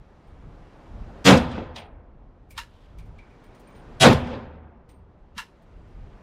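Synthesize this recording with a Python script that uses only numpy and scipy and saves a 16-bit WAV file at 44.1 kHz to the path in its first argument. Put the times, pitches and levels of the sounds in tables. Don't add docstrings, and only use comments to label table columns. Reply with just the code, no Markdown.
import sys
import numpy as np
from scipy import signal
from scipy.io import wavfile

SR = 44100
rng = np.random.default_rng(int(sys.argv[2]) if len(sys.argv) > 2 else 0)


def int16_out(signal):
    q = np.round(np.clip(np.atleast_2d(signal).T, -1, 1) * 32767)
    wavfile.write(sys.argv[1], SR, q.astype(np.int16))


def undo_db(level):
    steps = np.asarray(level, float) / 20
    return 10 ** steps


N = 274302


def rms_one(x):
    return x / np.sqrt(np.mean(x ** 2) + 1e-20)


def at_hz(points, hz):
    table = np.array(points, float)
    return [np.interp(np.log(hz), np.log(table[:, 0]), column) for column in table.T[1:]]


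def drift(rate_hz, size=N):
    r = np.exp(-80 * np.pi * rate_hz / SR)
    white = rng.standard_normal(size // 40 + 2002)
    slow = signal.lfilter([1], [1, -2 * r, r * r], white)[2000:]
    return np.interp(np.arange(size) / 40, np.arange(len(slow)), rms_one(slow))


BAND_EDGES_HZ = 22 * 2 ** np.arange(0, 9.7, .28)
BUZZ_PERIOD_S, BUZZ_LASTS_S = 2 / 187.5, .044


def bands(size, buzz_share=0.):
    settle = 4000
    at = np.arange(size + settle)
    white = rng.standard_normal((2, len(at)))
    fade = np.clip((settle + BUZZ_LASTS_S * SR - at) / 200, 0, 1)
    share = np.clip(buzz_share, 0, 1) * fade
    repeated = white[:, at % round(BUZZ_PERIOD_S * SR)]
    white = np.sqrt(share) * repeated + np.sqrt(1 - share) * white[:, ::-1]
    for k, (low, high) in enumerate(zip(BAND_EDGES_HZ, BAND_EDGES_HZ[1:])):
        sos = signal.butter(3, [low, high], "band", fs=SR, output="sos")
        yield np.sqrt(low * high), signal.sosfilt(sos, white[k % 2])[settle:]


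def swell(t, rise_s, t60_s, held_s=0.):
    t = np.maximum(t, 0)
    decay = undo_db(-60 * np.maximum(t - held_s, 0) / t60_s)
    return (1 - np.exp(-t / rise_s)) ** 3 * decay


def resonance(x, hz, width_hz):
    r = np.exp(-np.pi * width_hz / SR)
    zeros = np.array([1, 0, -1]) * (1 - r * r) / 2
    return signal.lfilter(zeros, [1, -2 * r * np.cos(2 * np.pi * hz / SR), r * r], x)


def add(out, s, sound):
    start = round(s * SR)
    out[start:start + len(sound)] += sound[:N - start]


# f/Hz, level/dB per Hz
OUTDOOR_SPECTRUM = [(59, -31.5), (100, 0), (310, -4), (352, -4.5), (942, -10.5), (5480, -34),
                    (12200, -50.5), (15000, -61)]
EARLIER_SHOT_S = -1.613
HUSH_AFTER_S, HUSHED_DB = 1.357, -61
SINK_DB_PER_S, SWELL_DB_PER_S = 5, 8
DULL_DB_PER_OCTAVE, CLEARS_S = -8, 1.6
CLEAR_DB_PER_OCTAVE = -0.63


def outdoors():
    t = np.arange(N) / SR
    fired_s = np.array([EARLIER_SHOT_S] + [s for s, _ in SHOTS])
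    since_s = t - fired_s[np.searchsorted(fired_s, t, "right") - 1]
    sinking_db = SINK_DB_PER_S * (HUSH_AFTER_S - since_s)
    swelling_db = SWELL_DB_PER_S * (since_s - HUSH_AFTER_S)
    level_db = HUSHED_DB + np.maximum(sinking_db, swelling_db)
    tilt = CLEAR_DB_PER_OCTAVE + DULL_DB_PER_OCTAVE * np.maximum(1 - since_s / CLEARS_S, 0)
    out = np.zeros(N)
    for hz, noise in bands(N):
        octaves = max(np.log2(hz / 700), 0)
        out += noise * undo_db(at_hz(OUTDOOR_SPECTRUM, hz)[0] + tilt * octaves + drift(17.0))
    middle = signal.sosfilt(signal.butter(2, [300, 1500], "band", fs=SR, output="sos"), out)
    return undo_db(level_db) * out / np.std(middle)


# t/s, level/dB before random drift
GUSTS = [(0, -49.5), (.25, -54.5), (.39, -45.5), (.476, -36.5), (.56, -48.5), (.83, -50), (1.044, -34.5),
         (1.23, -40), (1.8, -51), (2.3, -49.5), (2.79, -49.5), (3.01, -39.5), (3.24, -49.5), (3.65, -56),
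         (3.98, -45), (4.65, -53), (5.0, -49.5), (5.36, -50), (5.42, -61.5), (5.6, -54.5), (5.71, -49.5),
         (6.056, -45), (6.22, -47.5)]
# f/Hz, level/dB per Hz
WIND_SPECTRUM = [(20, -2.5), (40, 1), (80, -7.5), (160, -16.5), (320, -31.5), (640, -55)]


def wind():
    gust_s, gust_db = np.transpose(GUSTS)
    level_db = np.interp(np.arange(N) / SR, gust_s, gust_db)
    out = np.zeros(N)
    for hz, noise in bands(N):
        if hz < 600:
            out += noise * undo_db(at_hz(WIND_SPECTRUM, hz)[0] + 2.0 * drift(25.0))
    return undo_db(level_db + 2.5 * drift(6.0)) * rms_one(out)


# t/s, knock level/dB, knock tilt above 3500 Hz/dB per octave,
# low ring level/dB, high rings level/dB
CASE_TOUCHES = [(.27, -88, -5, -90, -81), (1.758, -38, -16.5, -75.5, -61), (2.505, -57.5, 1, -53.5, -63.5),
                (2.985, -59.5, -5.5, -56, -75), (3.057, -77.5, -3, -76, -84), (3.183, -62.5, -13, -51, -95),
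                (3.300, -78, -15, -60, -84), (3.437, -69.5, -5, -62.5, -73), (3.547, -67.5, -7.5, -71, -73),
                (3.596, -67.5, 0, -74.5, -85.5), (3.671, -77.5, -9.5, -57, -67),
                (3.749, -64.5, -12, -68, -67), (4.890, -63.5, -8, -80, -67), (5.62, -81.5, 0, -90.5, -85),
                (5.875, -85, -5.5, -90, -81)]
# f/Hz, width per resonator/Hz, t60/s, relative level/dB
BRASS_MODES = [(2297, 230, 0.23, 0), (8870, 55, .3, -1), (14970, 90, .25, -4.5)]
# f/Hz, level/dB per Hz
KNOCK_SPECTRUM = [(400, -4), (700, 0.5), (1500, -8.5), (2300, -0.5), (3300, -1)]
KNOCK_T60_3KHZ_S = 0.24
SECOND_CASE_PITCH = .98


def cases():
    before_s = .02
    out, t = np.zeros(N), np.arange(int(.42 * SR)) / SR - before_s
    lead_in = undo_db(-13) * np.exp(-np.abs(t) / .007)
    for s, knock_db, tilt, low_db, high_db in CASE_TOUCHES:
        knock = np.zeros(len(t))
        for hz, noise in bands(len(t)):
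            if hz > 400:
                band_db = at_hz(KNOCK_SPECTRUM, hz)[0] + tilt * max(np.log2(hz / 3500), 0)
                hit = swell(t, 0.00065, KNOCK_T60_3KHZ_S * (3000 / hz) ** 0.56)
                knock += noise * undo_db(band_db) * (lead_in + hit)
        knock /= np.std(knock[(t > 0) & (t < .03)])
        sound = undo_db(knock_db + 1.6 * drift(170.0, size=len(t))) * knock
        pitch = SECOND_CASE_PITCH if s > SHOTS[1][0] else 1
        for (hz, width_hz, t60_s, mode_db), ring_db in zip(BRASS_MODES, [low_db, high_db, high_db]):
            spin = rng.standard_normal(len(t))
            for _ in range(2):
                spin = resonance(spin, hz * pitch, width_hz)
            sound += undo_db(ring_db + mode_db) * swell(t, 0.0016, t60_s) * rms_one(spin)
        add(out, s - before_s, sound)
    return out


# t/s, level/dB
SHOTS = [(1.239, -1), (3.994, -1)]
# f/Hz, level/dB, held/s, t60/s
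BLAST = [(45, -35.5, 0.064, 0.64), (81, -29, .09, 0.63), (130, -18.5, 0.085, .33), (250, -17.5, .10, 0.17),
         (500, -15.5, .06, .32), (1020, -17, 0.067, .25), (2100, -20, 0.051, .3), (3600, -17.5, .025, .27),
         (6700, -24, .04, 0.23), (11300, -33.5, 0.024, .28), (14940, -45.5, .055, .22)]
# delay/s, level re blast/dB, build-up/s, held/s, t60 at lowest pitch/s, air loss/dB per kHz
ECHOES = [(0.129, -24.5, .003, 0.0092, .1, -1), (.168, -24, 0.0058, .01, 0.35, 3.5),
          (0.188, -33.5, 0.0061, 0.14, 0.94, 2), (.268, -34.5, 0.0043, 0.011, .2, 0.9),
          (0.333, -24.5, 0.0014, 0.015, 0.32, 5)]
# f/Hz, width/Hz, lift/dB
SHED_MODES = [(73.4, 3.8, 9.5), (88, 7.2, 4.5), (137, 20, 2.5), (233, 25, 8), (289, 4.6, 3), (514, 46, 7),
              (743, 30, 4), (890, 28, 4), (1017, 22, 3.5), (1540, 370, 1), (2570, 200, 3.5), (3400, 770, 4),
              (4950, 180, 2.5)]
# f/Hz, level/dB
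VALLEY = [(45, -44.5), (80, -31.5), (130, -38.5), (250, -39), (500, -39), (1030, -36.5), (2090, -43),
          (3700, -54), (6700, -67), (14940, -88.5)]
# delay/s, f/Hz, level/dB, build-up/s, t60/s
BOOMS = [(.008, 137.3, -5.5, .008, .16), (.075, 76, -12, .018, .35), (.16, 244, -23.5, .02, .7)]
BUILD_UP_1KHZ_S, BUILD_UP_POWER = .022, -.25
VALLEY_LOW_T60_S, VALLEY_DULL_HZ = 1.45, 5300
BUZZ_SHARE = .93


def shots():
    out, t = np.zeros(N), np.arange(int(1.6 * SR)) / SR
    for s, level_db in SHOTS:
        blast = np.zeros(len(t))
        for hz, noise in bands(len(t), buzz_share=BUZZ_SHARE):
            band_db, held_s, t60_s = at_hz(BLAST, hz)
            shape = swell(t, BUILD_UP_1KHZ_S * (hz / 1000) ** BUILD_UP_POWER, t60_s, held_s)
            for delay_s, echo_db, rise_s, echo_held_s, echo_t60_s, loss_db in ECHOES:
                echo = swell(t - delay_s, rise_s, echo_t60_s / (1 + hz / 6000), echo_held_s)
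                shape = np.hypot(shape, undo_db(echo_db - loss_db * hz / 1000) * echo)
            tail = swell(t, .04, VALLEY_LOW_T60_S / (1 + (hz / VALLEY_DULL_HZ) ** 2))
            shape = np.hypot(undo_db(band_db) * shape, undo_db(at_hz(VALLEY, hz)[0]) * tail)
            steady = noise / np.std(noise[SR // 10:])
            blast += shape * steady * undo_db(1.7 * drift(28.0, size=len(t)))
        for hz, width_hz, lift_db in SHED_MODES:
            blast = blast + (undo_db(lift_db) - 1) * resonance(blast, hz, width_hz)
        for delay_s, hz, boom_db, rise_s, t60_s in BOOMS:
            tone = np.sin(2 * np.pi * hz * (t - delay_s))
            blast += undo_db(boom_db) * swell(t - delay_s, rise_s, t60_s) * tone
        add(out, s, undo_db(level_db) * blast)
    return out


# t/s, overall level/dB, low thump re overall/dB, ringing re contact/dB
RESETS = [(2.576, -21, -24, 6.5), (5.378, -21, -7.5, 8)]
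# f/Hz, level/dB per Hz
RESET_SPECTRUM = [(700, -22), (1000, -3), (1800, -3.5), (2800, -1.5), (5000, -6.5), (9000, -14.5),
                  (12500, -19), (15500, -29)]
# f/Hz, width/Hz, level before ringing/dB
RESET_MODES = [(940, 130, 7), (1373, 110, -1), (1720, 107, 4), (2776, 104, 1), (3670, 50, -8),
               (3960, 93, -6.5), (5230, 44, -2.5)]
RESET_T60_S, SECOND_CONTACT_S = .13, 0.012


def resets():
    before_s = .03
    out, t = np.zeros(N), np.arange(int(.33 * SR)) / SR - before_s
    lead_in = undo_db(-17) * np.exp(-np.abs(t) / 0.0096)
    first = swell(t, 0.001, RESET_T60_S)
    second = undo_db(-20.5) * swell(t - SECOND_CONTACT_S, 0.0028, 0.13)
    shed = undo_db(-24.5) * swell(t, 0.023, 0.37)
    shape = lead_in + first + second + shed
    steep = signal.butter(6, 800, "high", fs=SR, output="sos")
    for s, level_db, thump_db, ring_db in RESETS:
        noise = rms_one(sum(undo_db(at_hz(RESET_SPECTRUM, hz)[0]) * n for hz, n in bands(len(t))))
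        contact = shape * noise * undo_db(1.4 * drift(120.0, size=len(t)))
        rung = sum(undo_db(db + ring_db) * resonance(contact, hz, width) for hz, width, db in RESET_MODES)
        clack = undo_db(-11.5) * signal.sosfilt(steep, contact + rung)
        thump = undo_db(thump_db) * swell(t + 0.013, 0.0024, 0.046) * np.sin(2 * np.pi * 200 * t)
        add(out, s - before_s, undo_db(level_db) * (clack + thump))
    return out


ROLL_MIDDLE_S, ROLL_HALF_LENGTH_S, ROLL_DB = 2.78, 0.15, -69
ROLL_HZ, ROLL_WIDTH_HZ = 3194, 670


def rolling():
    stroke = np.exp(-((np.arange(N) / SR - ROLL_MIDDLE_S) / ROLL_HALF_LENGTH_S) ** 2)
    grit = rng.standard_normal(N) * undo_db(1.5 * drift(90.0))
    return undo_db(ROLL_DB) * stroke * rms_one(resonance(grit, ROLL_HZ, ROLL_WIDTH_HZ))


def scene():
    mono = outdoors() + wind() + cases() + shots() + resets() + rolling()
    return np.array([mono, mono])


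def roll_off(x):
    return signal.sosfilt(signal.butter(12, 15700, fs=SR, output="sos"), x)


def record(dry):
    flat = np.clip(1.499 * np.tanh(dry / 1.665), -.99, .99)
    top = signal.sosfiltfilt(signal.butter(3, 11000, "high", fs=SR, output="sos"), flat)
    mix = flat + .4 * top * [[1], [-1]]
    return roll_off(mix)


dry = scene()
out = record(dry)
int16_out(out)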